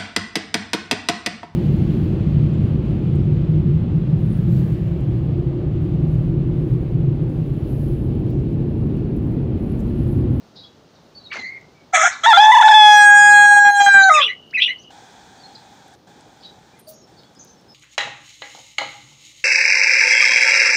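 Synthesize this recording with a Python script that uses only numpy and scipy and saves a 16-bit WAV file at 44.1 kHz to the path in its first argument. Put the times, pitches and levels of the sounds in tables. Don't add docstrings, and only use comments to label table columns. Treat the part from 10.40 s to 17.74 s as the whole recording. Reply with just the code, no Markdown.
import sys
import numpy as np
from scipy import signal
from scipy.fft import rfft, irfft
from scipy.io import wavfile
from scipy.ndimage import uniform_filter1d, minimum_filter1d

SR = 44100
rng = np.random.default_rng(int(sys.argv[2]) if len(sys.argv) > 2 else 0)


def elevation(decibels):
    levels = np.asarray(decibels, float)
    return 10 ** (levels / 20)


def to_wav(s):
    ch = np.atleast_2d(s).T
    pcm = np.round(np.clip(ch, -1, 1) * 32767)
    wavfile.write(sys.argv[1], SR, pcm.astype(np.int16))


N = 323694
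TIME = np.arange(N) / SR


def rms_one(x):
    return x / np.sqrt(np.mean(x ** 2) + 1e-20)


def in_time(rows, time=TIME):
    s, *columns = np.transpose(rows)
    return [np.interp(time, s, c) for c in columns]


def drift(hz, size=N):
    r = np.exp(-2 * np.pi * hz / SR)
    noise = rng.standard_normal(size + 9000)
    return rms_one(signal.lfilter([1], [1, -2 * r, r * r], noise)[9000:])


def cycles(pitch):
    return 2 * np.pi * np.cumsum(pitch) / SR


def coloured(spectrum, size=N):
    hz = np.arange(size // 2 + 1) * SR / size + 1
    points = np.array(spectrum)
    gain = elevation(np.interp(np.log(hz), np.log(points[:, 0]), points[:, 1], left=-90, right=-90))
    return rms_one(irfft(rfft(rng.standard_normal(size)) * gain, size))


def echoes(x, wet_db, t60, gap_s):
    t = np.arange(SR // 2) / SR
    cloud = rng.standard_normal(len(t)) * elevation(-60 * t / t60) * (t > gap_s)
    cloud = cloud / np.sqrt(np.sum(cloud ** 2))
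    return x + elevation(wet_db) * signal.fftconvolve(x, cloud)[:len(x)]


def faded(rows, t):
    return uniform_filter1d(sum(db * 1. * ((t > a) & (t < b)) for a, b, db in rows), size=1100)


def suppressor_steps():
    # start in seconds, background in dB, partial 1 in dB, partial 2 in dB.
    switches = [(0, 1, 3.5, 5.5), (3.06, -18.5, 0.5, 5.5), (3.11, -7.5, 5, 5.5), (3.14, -2.5, 1.5, 5),
                (3.163, -1, 5.5, 5.5), (3.192, -19, 1.5, 5.5), (3.248, 2.5, 6.5, 5.5),
                (3.305, -12.5, 0.5, 2.5), (3.401, 6.5, 6.5, 0.5), (3.42, -7.5, 3, -24.5),
                (3.462, 8.5, 6.5, 4), (3.487, -3, -13, 6), (3.54, 9.5, 1, 10), (3.619, -15, 3.5, 5.5),
                (3.683, -5, 7, 7), (3.718, -1.5, 3.5, -6.5)]
    rows = np.array(switches)
    held = rows[np.searchsorted(rows[:, 0], TIME, "right") - 1, 1:]
    ramp = 1804.5 * TIME[:, None]
    return uniform_filter1d(np.maximum.accumulate(held + ramp, axis=0) - ramp, size=120, axis=0).T


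def background(step_db):
    # frequency in Hz, density in dB per Hz.
    yard = [(24, -53.5), (40, -14.5), (156, -7.5), (422, -11), (853, -11.5), (955, -14.5), (1280, -15.5),
            (1540, -18), (2260, -24), (4070, -20.5), (6410, -26), (9000, -45.5), (11700, -86),
            (19800, -120)]
    # frequency in Hz, density in dB per Hz.
    microphone_air = [(5470, -34.5), (9300, -4.5), (9690, -12.5), (12500, -13), (14900, -6.5),
                      (15600, -5.5)]
    # time in seconds, gain in dB.
    grip = [
        (1.41, -3),
        (1.64, -6.5),
        (2.5, -5),
        (2.92, 8.5),
        (3.21, 8),
        (3.58, -0.95),
    ]
    grip_db, = in_time(grip)
    rumble_db = -57 + grip_db
    hiss_db = -82.5 + TIME / TIME[-1] + 0.5 * grip_db
    noise = coloured(yard)
    low = signal.sosfiltfilt(signal.butter(2, 600, fs=SR, output="sos"), noise)
    hum = elevation(-59.0 + 0.19 * drift(8.6)) * rms_one(noise - low)
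    rumble = elevation(rumble_db + 6.0 + 1.4 * drift(28)) * rms_one(low)
    hiss = elevation(hiss_db + 5.0 + 1.3 * drift(7)) * coloured(microphone_air)
    return elevation(step_db) * (rumble + hum) + hiss


def rustles():
    # start in seconds, length in seconds, low edge in Hz, high edge in Hz, level in dB.
    flaps = [(0.148, 0.15, 3520, 5000, -47.5), (0.91, 0.086, 1190, 3000, -33.5),
             (0.92, 0.12, 950, 4800, -38.5), (0.92, 0.2, 5860, 6900, -52.5), (0.941, 0.081, 320, 920, -41),
             (6.02, 0.1, 3000, 4900, -51), (6.39, 0.03, 8500, 13500, -54), (6.364, 0.21, 8500, 9800, -65),
             (6.474, .016, 8000, 15700, -52), (6.485, .035, 8500, 13930, -46),
             (6.525, .035, 9000, 13000, -60), (6.4855, 0.046, 14670, 15540, -48),
             (6.478, 0.068, 3800, 7000, -52), (6.52, .14, 5000, 6700, -60), (6.98, .2, 4700, 6900, -61),
             (6.959, 0.046, 87, 370, -51.5)]
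    # start in seconds, low edge in Hz, level in dB.
    ticks = [(1.211, 3450, -56), (4.109, 2630, -46), (5.481, 7040, -60), (5.538, 4920, -55),
             (5.808, 4350, -50), (6.63, 6030, -69), (6.833, 2300, -49), (6.95, 4500, -53),
             (7.047, 7480, -52.5), (7.212, 6050, -65)]
    bursts = flaps + [(s, 0.0045, hz, 2.1 * hz, db) for s, hz, db in ticks]
    out = np.zeros(N)
    grains = rng.standard_normal(N) * elevation(2.8 * drift(400))
    for start, length, low_hz, high_hz, db in bursts:
        i = round(start * SR) + np.arange(round(length * SR))
        band = signal.butter(4, [low_hz, high_hz], "band", fs=SR, output="sos")
        burst = rms_one(signal.sosfilt(band, grains[i]))
        out[i] += elevation(db) * burst * signal.windows.tukey(len(i), .3) * elevation(np.linspace(4, -9, len(i)))
    return out


def chirps(rows, wet_db):
    out, buzz, flutter = np.zeros(N), drift(240), drift(38)
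    for start, length, from_hz, to_hz, db in rows:
        buzz_pc = 1.25 + 16 * abs(np.log(to_hz / from_hz))
        first = round(start * SR)
        i = first + np.arange(min(round(length * SR), N - first))
        pitch = np.linspace(from_hz, to_hz, len(i)) * (1 + buzz_pc / 100 * buzz[i])
        level = elevation(db - 2.0 + 2.5 * flutter[i]) * signal.windows.tukey(len(i), .5)
        out[i] += level * np.sin(cycles(pitch))
    return echoes(out, wet_db=wet_db, t60=0.27, gap_s=0.0084)


def wild_birds():
    # start in seconds, length in seconds, start pitch in Hz, end pitch in Hz, level in dB.
    sparrows = [(0.18, 0.061, 3890, 3850, -41), (0.228, 0.052, 3350, 3340, -46),
                (0.743, 0.061, 4530, 4460, -38.5), (0.792, 0.043, 4090, 3950, -47),
                (0.835, 0.024, 4300, 4240, -37.5), (0.853, 0.026, 3860, 3840, -38),
                (.9, 0.098, 4460, 4460, -41.5), (0.981, 0.046, 4130, 4090, -36),
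                (1.028, 0.07, 4090, 4540, -41), (4.977, 0.058, 4600, 4500, -51),
                (5.032, 0.039, 4150, 4310, -41), (5.149, 0.0184, 4850, 3970, -36.5),
                (6.003, 0.021, 4200, 5500, -48), (6.027, .035, 4560, 4410, -47),
                (6.045, 0.0349, 4850, 4800, -55), (6.039, 0.055, 3910, 3790, -40.5),
                (6.465, 0.034, 4710, 4490, -47), (6.762, 0.048, 4510, 4380, -51),
                (6.83, 0.048, 4390, 4450, -55.5), (6.775, .035, 5060, 5010, -55),
                (6.79, .02, 4190, 3500, -53), (6.845, 0.041, 3350, 3450, -53.5)]
    # start in seconds, length in seconds, start pitch in Hz, end pitch in Hz, level in dB.
    finches = [(0.544, 0.04, 5570, 3350, -60), (4.373, .018, 3700, 5700, -54),
               (4.384, .05, 5700, 6520, -52), (4.426, .02, 4200, 5330, -57), (6.51, 0.12, 6650, 6580, -54),
               (6.528, 0.076, 5200, 6180, -54.5), (6.614, 0.046, 5380, 5390, -51.5),
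               (6.953, 0.031, 4800, 5310, -50), (6.983, .06, 6730, 6680, -47),
               (6.989, 0.045, 6200, 6210, -41.5), (7.041, .11, 6200, 6140, -53),
               (7.072, .02, 4200, 5500, -55), (7.16, 0.049, 5500, 5290, -56),
               (7.277, 0.068, 5240, 5140, -48.5)]
    return chirps(sparrows + finches, wet_db=-4.5)


def hens():
    # start in seconds, length in seconds, start pitch in Hz, end pitch in Hz, level in dB.
    cackles = [(0.899, 0.043, 2260, 2280, -33), (0.929, 0.125, 2173, 1980, -32.5),
               (0.976, 0.062, 240, 245, -42), (1.007, 0.1096, 1992, 2152, -26.5),
               (1.107, 0.084, 2210, 2077, -33), (1.335, 0.12, 2310, 2224, -56),
               (6.325, .035, 2450, 2340, -56), (6.355, .045, 2130, 2040, -54.5),
               (6.467, 0.065, 630, 635, -40)]
    return chirps(cackles, wet_db=-4.5)


def stray_whistles():
    # start in seconds, length in seconds, start pitch in Hz, end pitch in Hz, level in dB.
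    strays = [(1.532, 0.035, 762.3, 685, -8), (1.628, 0.025, 732, 820, -12.5),
              (1.549, 0.019, 2385, 2390, -14.5), (1.575, 0.069, 3600, 3240, -28),
              (1.64, 0.049, 1651, 1520, -14.5), (3.622, 0.028, 3700, 4343, -16),
              (3.694, .016, 2109, 2034, -11), (3.71, 0.025, 2300, 1982, -22.5),
              (3.79, .03, 2050, 2150, -23.5), (3.824, 0.018, 1550, 1200, -21),
              (3.82, 0.0344, 570, 480, -32.5), (3.85, 0.048, 470, 410, -39.5), (3.74, .03, 5300, 5250, -30),
              (3.7, .025, 760, 720, -18.5), (3.7, .02, 1520, 1500, -26), (1.555, .05, 2150, 1950, -19.5),
              (1.62, .05, 3250, 3400, -26), (1.7, .09, 1550, 1500, -36), (1.565, .07, 1290, 1260, -16),
              (1.59, 0.055, 6450, 5900, -27.5), (1.715, .06, 4800, 3800, -40.5)]
    return chirps(strays, wet_db=-13.5)


def partial_levels(t, level_db, beak, hoarse, sunk, crack, pitch, step, first, second):
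    # beak shut in dB, beak open in dB.
    beak_db = [(-1.33, -8), (-16, 2.5), (-1, -26.5), (-23.5, -12)]
    # multiple of the pitch, level in dB.
    narrow_beak = [(1, 0), (2, -5), (3, -15), (4, -5), (5, -33.5), (6, -23.5), (7, -24.5), (8, -28.5),
                   (9, -36.5), (10, -35.5), (11, -42), (12, -38.5), (13, -61.5), (14, -69), (15, -67),
                   (16, -70), (17, -61), (18, -44.5), (19, -55)]
    # multiple of the pitch, level in dB.
    wide_beak = [(1, -3), (2, 0), (3, -22), (4, -21), (5, -30.5), (6, -52.5), (7, -45.5), (8, -24),
                 (9, -14), (10, -13.5), (11, -63.5), (12, -66), (13, -38), (14, -73), (15, -58),
                 (16, -62.5), (17, -59.5), (18, -62), (19, -62)]
    # start in seconds, end in seconds, change in dB.
    head_turns = [
        [(3.19, 3.25, -8.5), (3.31, 3.385, -11.5), (3.5, 3.6, 4.5), (3.725, 3.79, -10.5)],
        [(2.9, 2.93, -18), (3.14, 3.165, -20.5), (3.2, 3.25, -8), (3.29, 3.345, -11), (3.4, 3.49, 6.5),
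         (3.5, 3.69, -4), (3.7, 3.9, -22)],
        [(2.65, 2.9, -15), (3.3, 3.69, 8), (3.38, 3.4, -15.5), (3.7, 3.9, -20.5)],
        [(2.66, 2.78, -9.5), (2.94, 3.405, -21), (3.64, 3.69, -9)],
        [(2.53, 2.63, 5), (2.8, 3.04, -8), (3.29, 3.38, -13), (3.56, 3.69, -20.5), (3.7, 3.9, -18)],
        [(2.35, 2.45, -10), (2.57, 2.62, -17.5), (2.77, 2.8, -8.5), (3.2, 3.3, -14.5), (3.38, 3.4, -20.5),
         (3.5, 3.61, -13.5), (3.7, 3.9, -19)],
        [(2.47, 2.56, -8.5), (2.66, 2.715, -16.5), (2.72, 2.88, -5.5), (3.04, 3.165, -7), (3.29, 3.345, -18),
         (3.47, 3.525, -20), (3.56, 3.585, -15), (3.73, 3.9, -16)],
        [(2.72, 2.74, -12.5), (3.19, 3.345, -11.5), (3.41, 3.435, -20.5), (3.47, 3.525, -8.5),
         (3.59, 3.69, -20.5)],
        [(2.62, 3.3, -15), (3.735, 3.775, 7.5)],
        [(2.64, 3.1, -21), (3.36, 3.78, -14)],
        [(2.38, 2.78, -13.5), (3.2, 3.69, -13.5), (3.7, 3.76, 16)],
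        [(2.35, 3.068, -12)],
        [(2.45, 2.85, -12)],
        [(2.5, 3.15, -12), (3.5, 3.7, -13.5)],
        [(2.7, 3.15, -12.5)],
        [(1.8, 2.44, -14), (2.6, 3.3, -6.5), (3.5, 3.7, -16)],
        [(1.5, 3.31, -30), (3.65, 4.1, -24)],
    ]
    one, two, throat, upper = (level_db + shut + beak * (wide - shut) for shut, wide in beak_db)
    one, two, upper = one - 74 * sunk, two + 29.5 * sunk, upper - 55 * sunk
    broken = np.minimum(crack, 0)
    one, two = one + 60 * broken, two + 16 * np.abs(crack)
    throat = throat + 0.43 * step - 16 * hoarse
    low = np.minimum(pitch / 760, 1)
    narrow, wide = np.transpose(narrow_beak[4:]), np.transpose(wide_beak[4:])
    shapes = []
    for k in range(5, 20):
        shut_db, open_db = np.interp(k * low, *narrow), np.interp(k * low, *wide)
        shapes.append((1 - beak ** 2) * shut_db + beak ** 2 * open_db)
    total = 10 * np.log10(sum(elevation(db) ** 2 for db in shapes[1:]))
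    high = []
    for k, db in enumerate(shapes, start=5):
        unrest = (1.5 + 6 * hoarse + 4 * (k > 13)) * drift(12, size=len(t))
        high.append(db - total + upper + 45 * broken - 2 * k * hoarse + unrest)
    near = [throat - (np.abs(k * pitch - 3481) / 146) ** 2 for k in (4, 5, 6)]
    third = .5 * (two + throat) + 0.16 * step - 10.0
    levels = [third, near[0], np.maximum(near[1], high[0]), np.maximum(near[2], high[1])] + high[2:]
    return [one + first, two + second] + [db + faded(rows, t) for db, rows in zip(levels, head_turns)]


def half_pitch(t, phase, level_db, hoarse, step):
    # multiple of the pitch, level in dB.
    halves = [(1.5, -6), (2.5, -4), (6.5, -32), (8.5, -4)]
    # start in seconds, end in seconds, change in dB.
    half_turns = [
        (2.3, 2.69, -38),
        (2.76, 2.92, 8),
        (3.2, 3.7, -15),
    ]
    half_db = level_db - 23 - 46.5 * hoarse + 0.82 * step
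    out = np.zeros(len(t))
    for k, db in halves:
        turned = (k > 8) * faded(half_turns, t)
        out += elevation(half_db + db + turned + 1.5 * drift(30, size=len(t))) * np.sin(k * phase)
    return out


def throat_air(t, phase, level_db, hoarse, crack, step):
    # frequency in Hz, density in dB per Hz.
    rasp_colour = [(240, -93), (400, -81.5), (647, -15), (759, -17), (841, -32.5), (1050, -43),
                   (1320, -5.5), (1850, 3), (2330, 1.5), (2740, -42), (3260, -8), (4690, -33),
                   (5350, -12.5), (6560, -4), (13000, -62.5)]
    # frequency in Hz, density in dB per Hz.
    echo_colour = [(290, -61), (500, -31), (627, -19.5), (1450, -3.5), (2280, -11), (2680, -28),
                   (3760, -15), (6700, -17.5), (10000, -55.5), (13000, -84), (22000, -120)]
    # frequency in Hz, density in dB per Hz.
    sizzle_colour = [(3900, -50), (4700, -14), (5400, 0), (6400, -10), (7200, -6), (8600, -15),
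                     (10000, -17), (11000, -23), (12200, -22), (13500, -29), (15000, -23), (15500, -32)]
    size = len(t)
    breath = np.interp(t, [1.526, 1.545, 3.86, 3.89], [0, 1, 1, 0])
    flutter = elevation(1.5 * drift(60, size=size))
    dying = np.interp(t, [1.68, 1.72, 1.83, 1.835], [0, 1, 1, 0])
    air = (1 - dying) * coloured(rasp_colour, size=size) + dying * coloured(echo_colour, size=size)
    clear_db, hoarse_db = -37.5, 7
    rasp_db = level_db + clear_db + hoarse ** 2.5 * (hoarse_db - clear_db)
    rasp_db = rasp_db + 22 * np.abs(crack) * (t > 1.836) + 0.8 * step
    rasp = breath * elevation(rasp_db) * flutter * air * (1 + 0.49 * np.sin(phase))
    sizzle_db = level_db - 35 - 20 * (1 - np.minimum(hoarse / 0.3, 1))
    sizzle = elevation(sizzle_db) * (1 - dying) * breath * flutter * coloured(sizzle_colour, size=size)
    return rasp, sizzle * (1 + np.sin(phase))


def ground_echo(x):
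    # centre in Hz, width in Hz.
    notches = [(2830, 180)]
    # time in seconds, centre in Hz.
    dip = [
        (1.56, 5150),
        (1.62, 4490),
        (1.7, 4700),
    ]
    for hz, width_hz in 2 * notches:
        x = signal.lfilter(*signal.iirnotch(hz, hz / width_hz, fs=SR), x)
    hz, s, frames = signal.stft(x, SR, nperseg=512)
    centre, = in_time(dip, s)
    away = ((hz[:, None] - centre) / 400) ** 2
    return signal.istft(frames * away / (1 + away), SR, nperseg=512)[1][:len(x)]


def crow(step_db, first_db, second_db):
    # time in seconds, pitch in Hz, level in dB, beak opening 0-1, hoarseness 0-1.
    first_syllable = [(1.528, 679, -37, 1, 1.23), (1.55, 641, -18, 0.68, 0.98),
                      (1.58, 649.7, -14, 0.22, 0.83), (1.625, 636.5, -16.5, 0.47, 0.91),
                      (1.636, 691, -16, 0.65, 0.9), (1.67, 711, -28, 0.95, 0.99), (1.7, 728, -28, 0.8, 0.9),
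                      (1.75, 697, -34.5, .1, 0.87), (1.829, 798.3, -54.5, .1, 1.01)]
    # time in seconds, pitch in Hz, level in dB, beak opening 0-1, hoarseness 0-1.
    rise = [(1.836, 811, -9, 0.098, 0.7), (1.886, 942, -2, .1, 0.52), (1.93, 832, -6.5, 0.16, 0.38),
            (1.97, 874, -6, 0.12, 0.45), (1.977, 780, -5.5, .1, 0.4), (2.009, 852, -6, 0.025, 0.42),
            (2.119, 876, -6.5, 0.2, 0.48), (2.204, 865, -7.5, 0.14, 0.5), (2.33, 866, -6, 0.2, 0.4)]
    # time in seconds, pitch in Hz, level in dB, beak opening 0-1, hoarseness 0-1.
    long_note = [(2.345, 867, -1, 0.11, .06), (2.432, 845, -3.5, 0.081, 0.018),
                 (2.688, 822.8, -6.5, 0.75, 0.026), (2.876, 827.3, -8, 0.6, 0.014),
                 (3.287, 818.5, -10.5, 0.66, 0.042), (3.329, 813.6, -13, 0.42, .02),
                 (3.404, 809.7, -9.5, 0.63, .02), (3.566, 790, -12.5, 0.73, 0.018),
                 (3.692, 765, -12, 0.64, 0.071)]
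    # time in seconds, pitch in Hz, level in dB, beak opening 0-1, hoarseness 0-1.
    fall = [(3.699, 638.5, -14, 0.36, .2), (3.72, 626.5, -8.5, 0.69, .07),
            (3.784, 602.5, -3.5, 0.59, 0.096), (3.815, 560, -12.5, 0.54, 0.11),
            (3.83, 520, -32, 0.34, 0.58), (3.89, 443, -55, 0.13, 0.8)]
    # start in seconds, length in seconds, pitch ratio.
    cracks = [(1.82, .04, .79), (1.931, .041, .81), (2.118, .028, 1.13), (2.168, .014, 1.12),
              (2.2, .012, 1.12), (2.224, .008, .82), (2.281, .006, .86), (2.325, .015, .96)]
    part = slice(round(1.5 * SR), round(3.92 * SR))
    t, size = TIME[part], part.stop - part.start
    step, first, second = step_db[part], first_db[part], second_db[part]
    pitch, level_db, beak, hoarse = in_time(first_syllable + rise + long_note + fall, t)
    beak, hoarse = np.clip(beak, 0, 1), np.clip(hoarse, 0, 1)
    sunk = np.maximum(np.log(706.6 / pitch), 0)
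    wobble_pc = .08 + 3.5 * hoarse
    crack = sum(np.log(ratio) * ((t > start) & (t < start + length)) for start, length, ratio in cracks)
    crack = uniform_filter1d(crack, size=70)
    pitch = uniform_filter1d(pitch, size=70) * np.exp(crack)
    jitter = drift(150, size=size)
    jitter -= uniform_filter1d(jitter, size=500)
    shaken = 1 + wobble_pc / 100 * jitter
    top_pitch = np.exp(-0.9 * np.maximum(crack, 0)) * pitch
    phase, top_phase = cycles(pitch * shaken), cycles(top_pitch * shaken)

    levels = partial_levels(t, level_db, beak, hoarse, sunk, crack, top_pitch, step, first, second)
    voice = half_pitch(t, phase, level_db, hoarse, step)
    for k, db in enumerate(levels, start=1):
        scatter = rng.uniform(0, 6) + .015 * k ** 1.35 * wobble_pc * drift(200, size=size)
        level = elevation(db + 1.7 * wobble_pc * drift(60, size=size))
        voice += level * np.sin(k * (phase if k < 4 else top_phase) + scatter)
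    sounding = np.interp(t, [1.526, 1.545, 1.665, 1.7, 1.832, 1.838, 3.86, 3.9], [0, 1, 1, 0, 0, 1, 1, 0])
    rasp, sizzle = throat_air(t, phase, level_db, hoarse, crack, step)
    voice = np.sqrt(2) * sounding * voice + sizzle

    out = np.zeros(N)
    out[part] = echoes(rasp, wet_db=1.5, t60=.12, gap_s=.001) + voice * (t < 1.8)
    out = ground_echo(out)
    out[part] += voice * (t >= 1.8)
    tight, slack = (signal.sosfilt(signal.butter(8, hz, "high", fs=SR, output="sos"), out + 1e-18)
                    for hz in (670, 397))
    out = tight + uniform_filter1d(1. * (TIME > 3.8), size=400) * (slack - tight)
    return echoes(out, wet_db=-21, t60=.3, gap_s=.012)


def warbler():
    # seconds from the start of the phrase, pitch in Hz, level in dB.
    phrase = [
        [(0, 1199, -53), (.018, 2612, -20.5), (.03, 2608, -13.5), (.041, 2450, -17), (.052, 1959, -22.5),
         (.068, 2000, -21.5)],
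        [(.082, 2455, -23), (.105, 2724, -17), (.125, 2862, -22.5), (.148, 2950, -13.5), (.158, 1952, -28),
         (.185, 2044, -19), (.205, 2212, -39.5)],
    ]
    # start in seconds, level in dB, overtone floor in dB.
    warbles = [
        (3.725, -1.5, -32),
        (4.125, -1.9, -36.5),
    ]
    rows = sum(phrase, [])
    out, t = np.zeros(N), np.arange(round(rows[-1][0] * SR)) / SR
    size = len(t)
    pitch, shape_db = in_time(rows, t)
    trill = np.exp(-((t - .098) / .028) ** 2)
    over_db = np.clip(-7 - 0.4 * np.abs(1994 - pitch), -60, 0)
    over_db = uniform_filter1d(over_db, size=300)
    for start, db, floor_db in warbles:
        beat = cycles(300 * (1 + 0.12 * drift(60, size=size)))
        phase = cycles(pitch * (1 + .03 * trill * np.sin(beat) + 0.014 * drift(130, size=size)))
        overtones = np.sin(2 * phase) + elevation(-14.5) * np.sin(3 * phase)
        tone = np.sin(phase) + elevation(np.maximum(over_db, floor_db + 8 * trill)) * overtones
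        other_side = phase + cycles(773 * np.sqrt(trill)) + drift(120, size=size)
        tone += elevation(4.5) * trill * np.sin(other_side)
        level = np.sqrt(2) * elevation(db + shape_db + 3.0 * drift(100, size=size))
        i = round(start * SR)
        out[i:i + size] += level * (1 + .35 * trill * np.cos(beat)) * tone
    return echoes(out, wet_db=-4, t60=.11, gap_s=.004)


def fill_in():
    # frequency in Hz, density in dB per Hz.
    fill_colour = [(290, -45), (500, -38), (693, -7.5), (805, 1.5), (959, -9), (1120, -21), (1580, -9),
                   (2040, -19.5), (2490, -17), (2750, -28), (3400, -12.5), (4540, -21.5), (6530, -19.5),
                   (8710, -29), (10000, -41), (13000, -46), (15300, -40), (22000, -120)]
    # start in seconds, end in seconds, level at start in dB, level at end in dB.
    spans = [
        (4.504, 5.554, -47, -51),
        (5.671, 6.411, -52, -55.5),
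        (6.67, 7.335, -56, -61),
    ]
    # start in seconds, cut in seconds, level in dB, drop in dB after which it is held.
    rings = [
        (3.89, 4.127, -28.5, 24.5),
        (4.312, 4.51, -30, 18.5),
    ]
    level = sum(elevation(np.interp(TIME, [a, b], [from_db, to_db], left=-200, right=-200))
                for a, b, from_db, to_db in spans)
    r, w = np.exp(-np.pi * 170 / SR), 2 * np.pi * 2930 / SR
    ring = rng.standard_normal(N)
    for twice in range(2):
        ring = signal.lfilter([1, 0, -1], [1, -2 * r * np.cos(w), r * r], ring)
    hanging = np.zeros(N)
    for a, b, db, held_db in rings:
        swell = np.clip(1 + (TIME - a) / 0.049, 0, 1)
        sinking = np.clip(198 * (TIME - a), 0, held_db)
        hanging += elevation(db - sinking) * swell * (TIME < b)
    return uniform_filter1d(level, size=150) * coloured(fill_colour) + hanging * rms_one(ring)


def scene():
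    step_db, first_db, second_db = suppressor_steps()
    mix = background(step_db) + rustles() + wild_birds() + hens()
    mix += crow(step_db, first_db, second_db) + stray_whistles()
    mix += warbler() + fill_in()
    return mix[None]


def low_pass(x):
    return signal.sosfilt(signal.butter(12, 15800, fs=SR, output="sos"), x)


def record(dry):
    x = signal.sosfilt(signal.butter(2, 65, "high", fs=SR, output="sos"), dry)
    gain = minimum_filter1d(1 / np.maximum(np.abs(x), 1.015), size=400)
    gain = uniform_filter1d(gain, size=200) * 1.015
    return low_pass(np.clip(x * gain, -1, 1))


dry = scene()
out = record(dry)
to_wav(out)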